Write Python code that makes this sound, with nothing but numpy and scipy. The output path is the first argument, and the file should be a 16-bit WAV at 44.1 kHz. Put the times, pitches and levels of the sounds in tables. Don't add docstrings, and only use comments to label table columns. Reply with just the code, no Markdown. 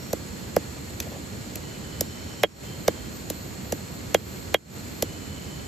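import sys
import numpy as np
from scipy import signal
from scipy.fft import rfft, irfft
from scipy.io import wavfile
from scipy.ndimage import uniform_filter1d, minimum_filter1d

SR = 44100
rng = np.random.default_rng(int(sys.argv[2]) if len(sys.argv) > 2 else 0)


def to_wav(s):
    ch = np.atleast_2d(s).T
    pcm = np.round(np.clip(ch, -1, 1) * 32767)
    wavfile.write(sys.argv[1], SR, pcm.astype(np.int16))


N = 250047
TIME = np.arange(N) / SR
FREQ_HZ = np.fft.rfftfreq(N, 1 / SR)


def from_db(db):
    return 10 ** (np.asarray(db) / 20)


def rms_one(x):
    return x / np.sqrt(np.mean(x ** 2) + 1e-20)


def blend(first, second, share):
    return first + (second - first) * share


def at_hz(points, size=N):
    hz, value = np.transpose(points)
    grid_hz = np.fft.rfftfreq(size, 1 / SR) + 1
    return np.interp(np.log(grid_hz), np.log(hz), value)


def coloured(x, spectrum):
    size = x.shape[-1]
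    return irfft(rfft(x) * from_db(at_hz(spectrum, size)), size)


def pan(balance_db):
    return from_db(np.array([[.5], [-.5]]) * balance_db)


def stereo(pair, likeness):
    c = np.clip(likeness, -1, 1)
    shared = np.sqrt(1 + c) * pair[0]
    opposed = np.sqrt(1 - c) * pair[1] * [[1], [-1]]
    return (shared + opposed) / np.sqrt(2)


def drift(rate_hz):
    lowpass = 1 / (1 + (FREQ_HZ / rate_hz) ** 2)
    return rms_one(irfft(rfft(rng.standard_normal(N)) * lowpass, N))


def ring(x, hz, t60_s):
    r = from_db(-60 / (t60_s * SR))
    w = 2 * np.pi * hz / SR
    return signal.lfilter([1, -r * np.cos(w)], [1, -2 * r * np.cos(w), r * r], x + 1e-18)


def clicks(contact_s, level_db):
    out = np.zeros(N)
    out[int(contact_s * SR)] = from_db(level_db)
    return out


def add(out, sound, centre_s):
    start = int(centre_s * SR) - sound.shape[-1] // 2
    out[:, start:start + sound.shape[-1]] += sound


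# contact_s, force_db, crunch_db, crunch_tilt_db_per_octave
BLOWS = [(0.1334, -13, -23.5, 2.5), (0.567, -5, -21, 1.5), (1.0050, -35, -21.5, 0.5),
         (1.5590, -42, -26.5, 4), (2.0116, -18, -15, 4), (2.4359, 5.5, -11, -1), (2.4427, 0, -30, -1),
         (2.8826, -4.5, -17, -1.8), (3.3036, -22, -21, 2), (3.7259, -15, -20.5, -0.5),
         (4.1472, 0, -12.5, .3), (4.545, 7, -9, 0.5), (5.0269, -13.5, -16, 2)]
# centre_s, scuff_db, wet_tick_db, half_length_s
SQUISHES = [(1.027, -50, -39, .004), (1.072, -40.5, -52, 0.0074), (1.125, -37.5, -50, 0.0069),
            (1.153, -42.5, -61, 0.016), (1.571, -45, -46, .004), (5.128, -52, -47, 0.0034)]
BARE_FORCE_DB, BARE_RANGE_DB = -1.5, 1.27
PASTE_CONTACT_HZ, BARE_CONTACT_HZ = 1630, 3550
PASTE_LEAD_S, BARE_LEAD_S = .0018, 0.000885
PASTE_CRUSH_S, BARE_CRUSH_S = .0013, 0.0011
PASTE_THUD_RATIO, BARE_THUD_RATIO = 2.08, 2.27
THUD_HZ = 405.5
CLACK_DB, CLACK_GROWTH = -0.5, 1.64


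def pounding():
    direct = np.zeros((2, N))
    for contact_s, force_db, crunch_db, tilt_db in BLOWS:
        bare = 1 / (1 + np.exp((BARE_FORCE_DB - force_db) / BARE_RANGE_DB))
        thud_ratio = blend(PASTE_THUD_RATIO, BARE_THUD_RATIO, bare)
        contact_hz = blend(PASTE_CONTACT_HZ, BARE_CONTACT_HZ, bare)
        clack_click = clicks(contact_s, CLACK_DB + CLACK_GROWTH * force_db)
        direct += thud(clicks(contact_s, force_db), THUD_HZ, thud_ratio) * pan(balance_db=-2.5)
        direct += rocking(contact_s, force_db) * pan(balance_db=-5.5)
        direct += clack(clack_click, contact_hz) * pan(balance_db=-2.0)
        pulp = crunch(crunch_db, tilt_db, blend(PASTE_CRUSH_S, BARE_CRUSH_S, bare))
        add(direct, pulp, contact_s - blend(PASTE_LEAD_S, BARE_LEAD_S, bare))
    for centre_s, scuff_db, tick_db, half_length_s in SQUISHES:
        tick = crunch(tick_db, tilt_db=-2.0, half_length_s=half_length_s)
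        add(direct, scuff(scuff_db, half_length_s) + tick, centre_s)
    return direct + glance(direct) + scatter(direct, t60_s=0.036, level_db=-8, delay_s=0.00395)


def thud(blow, end_hz, start_ratio, glide_s=.0021, crest_s=.0025, width_s=0.0013):
    t = TIME[:SR // 40]
    pitch_hz = end_hz * (1 + (start_ratio - 1) * np.exp(-t / glide_s))
    phase = 2 * np.pi * np.cumsum(pitch_hz) / SR
    onset = 1 - np.exp(-t / 0.00017)
    swell = np.exp(-.5 * ((t - crest_s) / width_s) ** 2) * onset
    return signal.oaconvolve(blow, np.cos(phase) * swell)[:N]


# mode_hz, level_db, t60_s
STONE_MODES = [(1030, -15.5, 0.011), (1310, -15.5, 0.011), (1622, -11.5, 0.0098), (1870, -19.5, 0.0096),
               (2084, -9.5, 0.015), (2380, -13, 0.0091), (2900, -17.5, 0.037), (3100, -24, 0.016),
               (3250, -12, 0.035), (3600, -21, .016)]


def clack(blow, contact_hz, spread_db=0.5):
    modes = np.zeros(N)
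    for hz, level_db, t60_s in STONE_MODES:
        modes += from_db(level_db + rng.normal(0, spread_db)) * ring(blow, hz, t60_s)
    lowpass = signal.butter(4, contact_hz, fs=SR, output="sos")
    return signal.sosfilt(lowpass, modes)


# freq_hz, level_db
CRUNCH = [(700, -10), (1500, -9.5), (2300, -0.5), (4000, -2.5), (6000, 0.5), (7300, 3.5), (9000, -7.5),
          (12500, -0.5), (15000, -3.5), (16500, -17)]


def crunch(level_db, tilt_db, half_length_s, grain_db=5.0, spatter_db=-18, spatter_s=0.0054, likeness=0.93):
    t = TIME[:SR // 10] - TIME[SR // 20]
    squeeze = np.exp(-(t / half_length_s) ** 2)
    spatter = from_db(spatter_db) ** 2 * (t > 0) * np.exp(-abs(t) / spatter_s)
    envelope = np.sqrt(squeeze + spatter)
    unevenness = np.clip(rng.standard_normal(len(t)), -2, 2)
    grains = rng.standard_normal((2, len(t))) * from_db(grain_db * unevenness)
    colour = [(hz, db + tilt_db * np.log2(hz)) for hz, db in CRUNCH]
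    burst = rms_one(coloured(stereo(grains, likeness), colour))
    return from_db(level_db) * envelope * burst


# mode_hz, level_db, t60_s
SLAB_MODES = [(91, -6.5, 0.11), (178, -3.5, 0.069), (231, -1.5, 0.045), (303.6, 1.5, 0.055)]


def rocking(contact_s, force_db, level_db=-20, growth=0.38, push_hz=500, lag_s=0.00405):
    click = clicks(contact_s + lag_s, level_db + growth * force_db)
    push = signal.sosfilt(signal.butter(2, push_hz, fs=SR, output="sos"), click + 1e-18)
    return sum(from_db(db) * ring(push, hz, t60_s) for hz, db, t60_s in SLAB_MODES)


def scuff(level_db, half_length_s, low_hz=470, high_hz=720):
    t = TIME[:SR // 10] - TIME[SR // 20]
    band = signal.butter(2, [low_hz, high_hz], "band", fs=SR, output="sos")
    rub = rms_one(signal.sosfilt(band, rng.standard_normal(len(t))))
    return from_db(level_db) * np.exp(-.5 * (t / half_length_s) ** 2) * rub


def glance(x, left_s=0.00119, right_s=.0028, level_db=-12, low_hz=900):
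    upper = signal.sosfilt(signal.butter(2, low_hz, "high", fs=SR, output="sos"), x)
    left = np.interp(TIME - left_s, TIME, upper[0])
    right = np.interp(TIME - right_s, TIME, upper[1])
    return from_db(level_db) * np.array([left, right])


# freq_hz, level_db
SCATTER = [(60, -9), (160, -8), (320, 5.5), (600, -8), (900, -3.5), (3000, -1), (12000, -25)]


def scatter(x, t60_s, level_db, delay_s):
    t = TIME[:SR // 4]
    echoes = coloured(stereo(rng.standard_normal((2, len(t))), 0.46), SCATTER)
    fade = from_db(-60 * t / t60_s) * (t > delay_s)
    tail = echoes * fade / np.sqrt(np.sum(fade ** 2))
    return from_db(level_db) * signal.fftconvolve(x, tail, axes=1)[:, :N]


# freq_hz, level_db_per_hz
RIVER = [(20, -127), (45, -70), (78, -58.5), (130, -62.5), (200, -62), (340, -67.5), (460, -71.5),
         (600, -74), (1050, -79), (2100, -81), (3600, -85.5), (6500, -86.5), (9500, -101), (16000, -114)]
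# freq_hz, left_right_correlation
RIVER_LIKENESS = [(60, 0.8), (140, 0.93), (300, 0.24), (520, 0.5), (750, -0.29), (1600, -0.11),
                  (2400, 0.37), (7000, 0.26)]
# freq_hz, left_minus_right_db
RIVER_BALANCE = [(40, -3), (130, -1), (350, -4), (600, -.5), (1000, -3), (2000, -1), (5000, -5.5),
                 (9000, 9)]


def river(rumble_db=0.82, ripple_db=0.55, split_hz=500):
    water = stereo(rfft(rng.standard_normal((2, N))), at_hz(RIVER_LIKENESS))
    water = water * from_db(at_hz(RIVER)) * pan(at_hz(RIVER_BALANCE)) * np.sqrt(SR / 2)
    low = 1 / (1 + (FREQ_HZ / split_hz) ** 4)
    rumble = irfft(water * low, N) * from_db(rumble_db * drift(16))
    wash = irfft(water * (1 - low), N) * from_db(ripple_db * drift(32))
    return rumble + wash


# freq_hz, level_db_per_hz
CHORUS = [(6000, -108), (6750, -81.5), (7200, -80), (7800, -78.5), (8700, -100), (10200, -103.5),
          (11300, -90), (11900, -90.5), (12800, -93.5), (13400, -90.5), (14600, -104), (16000, -110)]
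# start_s, end_s, start_pitch_hz, level_db
INSECT_CALLS = [(-1.6, 1.17, 12015, -61.5), (-1, .15, 5460, -53), (1.6, 2.5, 2975, -55.5),
                (2, 2.63, 5460, -56.5), (2.48, 5.05, 12005, -58.5), (2.62, 3.12, 3090, -56.5),
                (3.5, 3.3, 6200, -61), (5, 5.8, 2975, -55)]


def insects():
    hiss = coloured(rng.standard_normal(N), CHORUS) * np.sqrt(SR / 2)
    calls = sum(insect(*call) for call in INSECT_CALLS)
    return hiss + calls + drone() * pan(balance_db=-3.5)


CALL_RISE_HZ, CALL_SETTLE_S = 200, 1.3
LOW_CALL_WIDTH_HZ, HIGH_CALL_WIDTH_HZ = 55, 5


def insect(start_s, end_s, start_hz, level_db, fade_s=0.049):
    age_s = np.maximum(TIME - start_s, 0)
    pitch_hz = start_hz + CALL_RISE_HZ * (1 - np.exp(-age_s / CALL_SETTLE_S))
    phase = 2 * np.pi * np.cumsum(pitch_hz) / SR
    pitches = [hz for _, _, hz, _ in INSECT_CALLS]
    width_hz = np.interp(start_hz, [min(pitches), max(pitches)], [LOW_CALL_WIDTH_HZ, HIGH_CALL_WIDTH_HZ])
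    knots_s = np.arange(0, TIME[-1], .5 / width_hz)
    shape = (2, len(knots_s))
    blur = stereo(rng.standard_normal(shape) + 1j * rng.standard_normal(shape), 0.85)
    note = np.array([np.interp(TIME, knots_s, side) for side in blur]) * np.exp(1j * phase)
    fade = np.clip(np.minimum(age_s, end_s - TIME) / fade_s, 0, 1)
    return from_db(level_db) * fade * rms_one(note.real)


def drone(level_db=-54, hz=4270, width_hz=140):
    band = 1 / (1 + ((FREQ_HZ - hz) / width_hz) ** 2)
    buzz = stereo(rfft(rng.standard_normal((2, N))), 0.29) * band
    return from_db(level_db) * rms_one(irfft(buzz, N))


def scene():
    return pounding() + river() + insects()


def treble_lag(x, above_hz=6000, lag_s=0.00016):
    late = np.exp(-2j * np.pi * lag_s * np.maximum(FREQ_HZ - above_hz, 0))
    return np.array([x[0], irfft(rfft(x[1]) * late, N)])


def limiter(x, ceiling_db=-1.0, hold_s=0.1, release_db_per_s=115, ahead_s=0.002):
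    over_db = np.maximum(20 * np.log10(abs(x).max(axis=0) + 1e-9) - ceiling_db, 0)
    half_hold = int(hold_s * SR) // 2
    ahead = max(int(ahead_s * SR), 2)
    held_db = -minimum_filter1d(-over_db, 2 * half_hold + 1, origin=half_hold, mode="constant")
    release_db = release_db_per_s * TIME
    cut_db = np.maximum.accumulate(held_db + release_db) - release_db
    early_db = np.pad(cut_db[ahead:], (0, ahead))
    return x * from_db(-uniform_filter1d(early_db, ahead))


CUTOFF_HZ = 16900


def record(dry):
    lowpass = signal.cheby2(12, 70, CUTOFF_HZ, fs=SR, output="sos")
    return signal.sosfilt(lowpass, limiter(treble_lag(dry)))


dry = scene()
out = record(dry)
to_wav(out)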